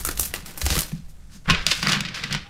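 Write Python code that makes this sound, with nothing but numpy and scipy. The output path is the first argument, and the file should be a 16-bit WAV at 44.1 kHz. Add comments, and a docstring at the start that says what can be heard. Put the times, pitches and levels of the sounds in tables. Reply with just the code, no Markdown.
"""Card riffle on a hollow table

A deck is riffled onto a hollow wooden table, then the halves are bent and slide together.
Corners snap off the thumbs, then cards slap: bunches of random clicks, each led by one strong crack.
Under them runs a papery flutter of finer clicks and hiss, with short pitched knocks of the pack.
The table booms as damped modes under the hands; table and stand shake as low resonant noise.
Cards echo in a small dull room over a soft hush, and a faint thin tone comes in at the end."""
import sys
import numpy as np
from scipy import signal
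from scipy.fft import rfft, irfft
from scipy.io import wavfile

SR = 44100
rng = np.random.default_rng(int(sys.argv[2]) if len(sys.argv) > 2 else 0)


def waveform_to_disk(signal):
    """Save audio, clipped to [-1, 1], as 16-bit WAV at the path in sys.argv[1]."""
    frames = np.transpose(np.atleast_2d(signal))
    scaled = np.clip(frames, -1, 1) * 32767
    samples = np.round(scaled).astype(np.int16)
    wavfile.write(sys.argv[1], SR, samples)


def volts_from_db(level):
    """Convert decibel levels to linear amplitude ratios."""
    exponent = np.asarray(level, float) / 20
    return 10 ** exponent


N = 109941  # length in samples


def rms_one(x):
    """Scale to rms 1."""
    return x / np.sqrt(np.mean(x ** 2) + 1e-20)


def in_time(rows):
    """Draw each column of a breakpoint table as a straight-line curve, sample by sample."""
    s, *columns = np.transpose(rows)
    return [np.interp(np.arange(N) / SR, s, column) for column in columns]


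def colour(x, points):
    """Shape a signal by a spectrum with minimum phase, so nothing sounds early."""
    size = 2048
    hz, db = np.transpose(points)
    bins_hz = np.arange(size // 2 + 1) * SR / size
    gain_db = np.interp(np.log(bins_hz + 1), np.log(hz), db)
    cepstrum = irfft(np.log(volts_from_db(gain_db)))
    # folding the cepstrum onto positive time gives the minimum phase
    cepstrum[1:size // 2] *= 2
    cepstrum[size // 2 + 1:] = 0
    response = irfft(np.exp(rfft(cepstrum)))
    return signal.fftconvolve(x, response)[:N]


def ring(x, hz, t60):
    """Two-pole resonator: a unit click sets a dying sine of starting height 1 ringing."""
    radius = volts_from_db(-60 / (t60 * SR))
    turn = 2 * np.pi * hz / SR
    return signal.lfilter([0, np.sin(turn)], [1, -2 * radius * np.cos(turn), radius ** 2], x + 1e-18)


# spectrum of the room hush, shape only: pitch_hz [Hz], level_db [dB]
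HUSH_COLOUR = [(59, -31), (100, 3.5), (177, 16.5), (283, -10), (558, -4), (705, -4), (1580, -19),
               (7940, -12), (16000, -25)]
HUSH_DB = -57.5  # rms


def room_hush():
    """Steady noise, coloured by the hush spectrum."""
    return volts_from_db(HUSH_DB) * rms_one(colour(rng.standard_normal(N), HUSH_COLOUR))


def tone():
    """A faint thin sine fades in near the end."""
    start_s, rise_s, pitch_hz, peak_db = 2.44, 0.018, 810, -51
    t = np.arange(N) / SR
    fade = np.clip((t - start_s) / rise_s, 0, 1)
    return volts_from_db(peak_db) * fade * np.sin(2 * np.pi * pitch_hz * t)


# slow shaking through the stand: start_s [s], lower_level_db [dB], upper_level_db [dB]
SHAKE_LEVELS = [(0.0, -39, -34), (0.15, -28.5, -35), (0.21, -46, -35.5), (0.56, -44.5, -54),
                (0.64, -43, -26), (0.75, -48, -26), (0.778, -20, -22.5), (0.83, -53, -36.5),
                (0.85, -34.5, -51), (1.32, -45.5, -47), (1.43, -47, -62), (1.521, -15.5, -23),
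                (1.6, -31, -49), (1.64, -45, -39.5), (2.24, -46.5, -68), (2.39, -37, -44), (2.49, -63, -45)]
# the lower and the upper resonance: pitch_hz [Hz]
SHAKE_PITCHES = (29.2, 68.6)
# how broad each resonance is: width_hz [Hz]
SHAKE_WIDTHS = (31, 24)


def shake():
    """Two low resonances of table and stand, driven by noise; each is two resonators in a row."""
    out = 0
    for db, hz, width_hz in zip(in_time(SHAKE_LEVELS), SHAKE_PITCHES, SHAKE_WIDTHS):
        t60 = 1.4 / width_hz  # broader means shorter
        rumble = ring(ring(rng.standard_normal(N), hz, t60), hz, t60)
        out = out + volts_from_db(db) * rms_one(rumble)
    return out


# hands and deck bumping the table: start_s [s], level_db [dB], favoured pitch_hz [Hz]
TABLE_BUMPS = [(0.082, -44, 110), (0.361, -30.5, 133), (0.47, -34.5, 173), (0.626, -35, 150),
               (0.706, -20, 145), (0.77, -13.5, 111), (0.926, -18.5, 171), (0.988, -28.5, 172),
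               (1.348, -36, 188), (1.478, -15.5, 167), (1.501, -13, 160), (1.671, -26, 135),
               (1.831, -20.5, 180), (1.872, -16.5, 184), (1.926, -20.5, 181), (1.961, -19.5, 192),
               (2.006, -21.5, 180), (2.243, -26, 172), (2.311, -23, 155), (2.344, -19, 149)]
# modes of the table top: pitch_hz [Hz], level_db [dB], t60_s [s]
TABLE_MODES = [(127, -5.5, 0.052), (150.8, 1, 0.097), (165.7, 1, 0.12), (189.8, 2.5, 0.083),
               (249.7, -4, 0.059)]
# table kept ringing by the hands, ahead of the softening: start_s [s], level_db [dB]
HUM_LEVELS = [(0.0, -41.5), (0.38, -46), (0.81, -44.5), (1.05, -56), (1.46, -48.5), (1.6, -46), (2.0, -36),
              (2.2, -42.5), (2.36, -38.5), (2.49, -55.5)]
BUMP_PRESS_S, BUMP_SOFT_HZ = 0.016, 306
BUMP_FOCUS_DB = 9.5  # loss per octave between a mode and the favoured pitch
BUMP_LUCK_DB = 1.5  # random spread of each mode in each bump


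def table():
    """Soft bumps and steady rubbing ring the modes of the table top; each bump swells over its press."""
    s, db, favoured_hz = np.transpose(TABLE_BUMPS)
    luck_db = rng.normal(0, BUMP_LUCK_DB, (len(s), len(TABLE_MODES)))
    rub = rng.standard_normal(N)
    press_t = np.arange(int(BUMP_PRESS_S * SR)) / SR
    booms, hum = 0, 0
    for k, (hz, mode_db, t60) in enumerate(TABLE_MODES):
        octaves_off = np.abs(np.log2(hz / favoured_hz))
        clicks = np.zeros(N)
        clicks[(s * SR).astype(int)] = volts_from_db(db + mode_db + luck_db[:, k] - BUMP_FOCUS_DB * octaves_off)
        # pushing at the mode's own pitch builds it up over the press
        press = 2 * np.cos(2 * np.pi * hz * press_t) / len(press_t)
        booms = booms + ring(np.convolve(clicks, press)[:N], hz, t60)
        hum = hum + volts_from_db(mode_db) * ring(rub, hz, t60)
    hum = volts_from_db(in_time(HUM_LEVELS)[0]) * rms_one(hum)
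    soft = signal.butter(2, BUMP_SOFT_HZ, fs=SR, output="sos")
    return signal.sosfilt(soft, booms + hum)


def room(x):
    """Dense dull echoes: dying noise with its treble softened, scaled to unit energy."""
    t60_s, wall_cut_hz, gap_s = 0.21, 6900, 0.003
    t = np.arange(SR // 2) / SR
    tail = rng.standard_normal(len(t)) * volts_from_db(-60 * t / t60_s) * (t > gap_s)
    tail = signal.sosfilt(signal.butter(1, wall_cut_hz, fs=SR, output="sos"), tail)
    return signal.fftconvolve(x, tail / np.sqrt(np.sum(tail ** 2)))[:N]


# spectrum of the riffling cards, shape only: pitch_hz [Hz], density_db [dB per Hz]
RIFFLE_SPECTRUM = [(180, -10.5), (330, 3.5), (600, -3.5), (1400, -3), (3000, -1), (7000, 4), (12500, 6),
                   (16500, 0.5)]
# spectrum of the sliding halves, shape only: pitch_hz [Hz], density_db [dB per Hz]
SLIDE_SPECTRUM = [(180, -34), (300, -5.5), (750, -11), (1400, -2.5), (2600, -1.5), (4900, -5.5),
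                  (8000, -16), (16500, -30.5)]
# edges of the low, middle and high band: edge_hz [Hz]
BAND_EDGES = [300, 2000, 6000, 17000]
HALVES_MEET_S = 1.2  # riffle colour before, slide colour after


def paper(levels, per_s, spread_db, hiss, cracks=0):
    """Random clicks of uneven size over hiss, gated, then coloured by the cards in three bands.

    levels: gain curves of the middle, low and high band; hiss: its rms against the clicks."""
    sizes = volts_from_db(spread_db * np.minimum(rng.exponential(1, N), 3)) * rng.choice([-1, 1], N)
    clicks = rms_one(sizes * (rng.random(N) < per_s / SR))
    grains = rms_one(clicks + hiss * rng.standard_normal(N)) + cracks
    riffling = np.arange(N) < HALVES_MEET_S * SR
    impulse = signal.unit_impulse(N)
    out = 0
    for level, k in zip(levels, (1, 0, 2)):
        band = signal.butter(2, BAND_EDGES[k:k + 2], "band", fs=SR, output="sos")
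        sign = (-1) ** k  # the middle band is flipped
        for part, points in ((riffling, RIFFLE_SPECTRUM), (~riffling, SLIDE_SPECTRUM)):
            response = signal.sosfilt(band, colour(impulse, points)[:4096])
            gain = np.sqrt(np.sum(response ** 2))
            out = out + sign * signal.sosfilt(band, colour(level * grains * part, points)) / gain
    return out


# paper flutter between the snaps: start_s [s],
# middle_level_db [dB, 2-6 kHz], low_level_db [dB, below 2 kHz], high_level_db [dB, above 6 kHz]
FLUTTER_LEVELS = [(0, -42.5, -42.5, -33.5), (.045, -53.5, -55, -48), (.06, -47, -41.5, -29),
                  (.15, -54, -53.5, -51), (.2, -46, -47.5, -34), (.27, -49, -51, -34), (.33, -55, -52, -57),
                  (.35, -44, -40, -39), (.44, -56.5, -55, -63), (.47, -50, -46, -43.5),
                  (.565, -56.5, -53, -55), (.62, -52.5, -45, -37), (.69, -32, -43.5, -39.5),
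                  (.8, -39, -37, -30), (.87, -49, -49.5, -48), (1.0, -61, -65, -72),
                  (1.44, -100, -67.5, -65), (1.475, -81, -38.5, -53), (1.51, -41, -27.5, -34),
                  (1.56, -31.5, -31, -61), (1.655, -48.5, -43, -53), (1.68, -30.5, -35, -33.5),
                  (1.822, -39, -44, -42), (1.85, -34, -29.5, -41), (1.94, -30.5, -25.5, -34),
                  (2.03, -44, -42, -64), (2.13, -43, -43, -84), (2.16, -38.5, -40, -48),
                  (2.3, -42.5, -43.5, -57), (2.34, -34.5, -39, -69), (2.42, -46.5, -54, -77),
                  (2.49, -59, -53.5, -87)]
# a hand brushes past: middle_s [s], middle_level_db, low_level_db, high_level_db [dB], width_s [s]
HAND_SWELLS = [(1.102, -63, -78, -58, 0.023), (1.348, -86, -56, -50, 0.047)]
FLICKS_PER_S, FLICK_T60_S = 230, 0.019
FLICK_SHARE = 0.94  # weight of the flicks against a steady stream of 1


def flutter():
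    """Many small edges brush past each other; single cards flick out, each with its own colour."""
    t = np.arange(N) / SR
    power = volts_from_db(np.array(in_time(FLUTTER_LEVELS))) ** 2
    flicks = rng.random((3, N)) ** 2 * 2 * (rng.random(N) < FLICKS_PER_S / SR)
    dying = signal.lfilter([1], [1, -volts_from_db(-60 / (FLICK_T60_S * SR))], flicks)
    power = power * rms_one(1 + FLICK_SHARE * dying) ** 2
    for s, *db, width in HAND_SWELLS:
        swell = np.exp(-((t - s) / width) ** 2 * 2)
        power = power + (volts_from_db(np.array(db))[:, None] * swell) ** 2
    return paper(np.sqrt(power), per_s=2500, spread_db=2, hiss=1)


# the pack knocks with a short pitch: start_s [s], level_db [dB], pitch_hz [Hz], t60_s [s]
PACK_KNOCKS = [(.05, -20, 1343, 0.025), (.07, -27.5, 1350, .035), (.09, -20, 1430, 0.02),
               (.3388, -14.5, 1970, 0.014), (.3402, -15.5, 2750, 0.0099), (0.665, -25, 740, 0.03),
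               (.778, -24, 1330, 0.039), (1.499, -16, 1066, 0.077), (1.4985, -13.5, 2520, 0.054),
               (1.515, -21, 2506, 0.15), (1.666, -5, 4930, 0.01), (1.667, -26.5, 636, 0.033),
               (1.713, -18.5, 2760, 0.022), (1.829, -14, 4800, 0.016), (1.871, -5.5, 4700, 0.005),
               (1.932, -11, 2910, .02), (2.2405, -21, 1980, 0.023), (2.342, -20, 3020, 0.013)]


def knocks():
    """Short rings of the pack, each one struck resonator."""
    out = 0
    for s, db, hz, t60 in PACK_KNOCKS:
        out = out + volts_from_db(db) * ring(signal.unit_impulse(N, int(s * SR)), hz, t60)
    return out


# corners snapping off the thumbs, levels ahead of the trim: start_s [s], middle_level_db [dB, 2-6 kHz],
# low_level_db [dB, below 2 kHz], high_level_db [dB, above 6 kHz], t60_s [s, at least 0.003 is used]
CORNER_SNAPS = [(0.0492, -18.5, -24, -8.5, 0.013), (0.07, -30, -24, -16, 0.029),
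                (.088, -26, -16, -17, 0.031), (0.1107, -25, -23, -23, 0.068),
                (0.173, -19.5, -28, -22, 0.02), (0.1949, -24.5, -16, -4, 0.016),
                (0.206, -47, -42, -9.5, 0.071), (0.2298, -20.5, -27.5, -15.5, 0.06),
                (0.2563, -26, -23, -13.5, 0.028), (0.3385, -20.5, -16, -16.5, 0.0087),
                (0.3597, -18, -23, -36, 0.017), (.46, -26, -33, -29.5, 0.022),
                (0.508, -33, -36, -36, 0.014), (0.575, -38, -25.5, -19, 0.073),
                (0.615, -13.5, -20.5, -20, 0.037), (0.655, -23, -35, -19, 0.014),
                (0.663, -10.5, -14.5, -14, 0.019), (.703, -11, -14, -18, 0.02),
                (0.724, -14.5, -18.5, -33, 0.084), (0.7538, -17, -16.5, -26, 0.011),
                (0.7639, -17, -15, -17, 0.042), (0.778, -17, -14.5, -19, 0.015),
                (0.789, -9, -29, -10, 0.025), (0.8065, -27, -33, -9.5, 0.0073),
                (0.818, -28, -26, -17, 0.013), (0.831, -18, -52, -30, 0.023), (0.917, -37, -27, -38, 0.017)]
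# cards slapping together in the bent deck: start_s [s],
# middle_level_db, low_level_db, high_level_db [dB], t60_s [s], bands and trim as above
CARD_SLAPS = [(1.4568, -63, -26, -50, 0.04), (1.481, -36, -15, -40, 0.047), (1.4886, -38, -8, -33, 0.081),
              (1.4984, -1.5, -8.5, -19, 0.043), (1.506, -4.5, -15, -36, 0.029),
              (1.5476, -13, -14, -43, 0.032), (1.6653, -5, -21, -8, 0.016), (1.7136, -4, -32, -15, 0.043),
              (1.7174, -15.5, -10.5, -16, 0.033), (1.828, -18, -12, -19.5, 0.04),
              (1.8699, -11.5, -7, -39, 0.0055), (1.883, -12.5, -17, -17, 0.011),
              (1.892, -6, -16.5, -20, 0.021), (1.92, -7.5, -35, -13, 0.022),
              (1.9313, -5.5, -17, -35, 0.019), (2.0054, -10.5, -19.5, -15, 0.017),
              (2.0505, -16, -26.5, -39, 0.055), (2.0846, -19.5, -38, -43, 0.054),
              (2.144, -18.5, -33, -32, 0.15), (2.2373, -13, -25, -26, 0.024),
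              (2.3091, -26, -20.5, -33, 0.02), (2.325, -12.5, -28.5, -16.5, 0.035),
              (2.341, -20, -23, -33, 0.022), (2.348, -15, -14, -24.5, 0.027)]
# trim of the middle, low and high band: level_db [dB]
SNAP_TRIM = [-13, -13, -11.5]
SNAP_RISE_S, SNAP_HOLD_S = 0.0005, 0.0028  # both counted from the start
CRACK_DB, CRACK_LUCK_DB = 14.5, 3  # the first click of a bunch stands out, by a random amount


def snaps():
    """Each snap or slap opens a bunch of clicks, holds it a moment and lets it die."""
    events = CORNER_SNAPS + CARD_SLAPS
    t = np.arange(SR // 5) / SR
    power = np.zeros((3, N + SR))
    cracks = np.zeros(N)
    luck = rng.standard_normal((len(events), 2))
    for (s, *db, t60), (size, side) in zip(events, luck):
        i = int(s * SR)
        cracks[i + int(SNAP_RISE_S * SR)] = volts_from_db(CRACK_DB + CRACK_LUCK_DB * size) * np.sign(side)
        rise = np.minimum(t / SNAP_RISE_S, 1)
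        fall = volts_from_db(-60 * np.maximum(t - SNAP_HOLD_S, 0) / max(t60, 0.003))
        power[:, i:i + len(t)] += (volts_from_db(np.add(db, SNAP_TRIM))[:, None] * rise * fall) ** 2
    return paper(np.sqrt(power[:, :N]), per_s=4500, spread_db=3.5, hiss=1, cracks=cracks)


ROOM_DB = -12.5  # echoes against the dry cards


def scene():
    """Cards with their echoes, table, stand, thin tone and room hush."""
    cards = snaps() + knocks() + flutter()
    echoes = volts_from_db(ROOM_DB) * room(cards)
    mix = cards + echoes + table() + shake() + tone() + room_hush()
    return mix[None]


def low_pass(x):
    """Removes everything above the highest recorded frequency."""
    return signal.sosfilt(signal.butter(12, 16860, fs=SR, output="sos"), x)


def record(dry):
    """Peaks are rounded smoothly towards a ceiling, then the top treble is cut."""
    ceiling, cutoff_hz = 0.9, 16800
    rounded = ceiling * np.tanh(dry / ceiling)
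    steep_cut = signal.cheby2(12, 70, cutoff_hz, fs=SR, output="sos")  # 70 dB down from the cutoff up
    mix = signal.sosfilt(steep_cut, rounded)
    return low_pass(mix)


dry = scene()
out = record(dry)
waveform_to_disk(out)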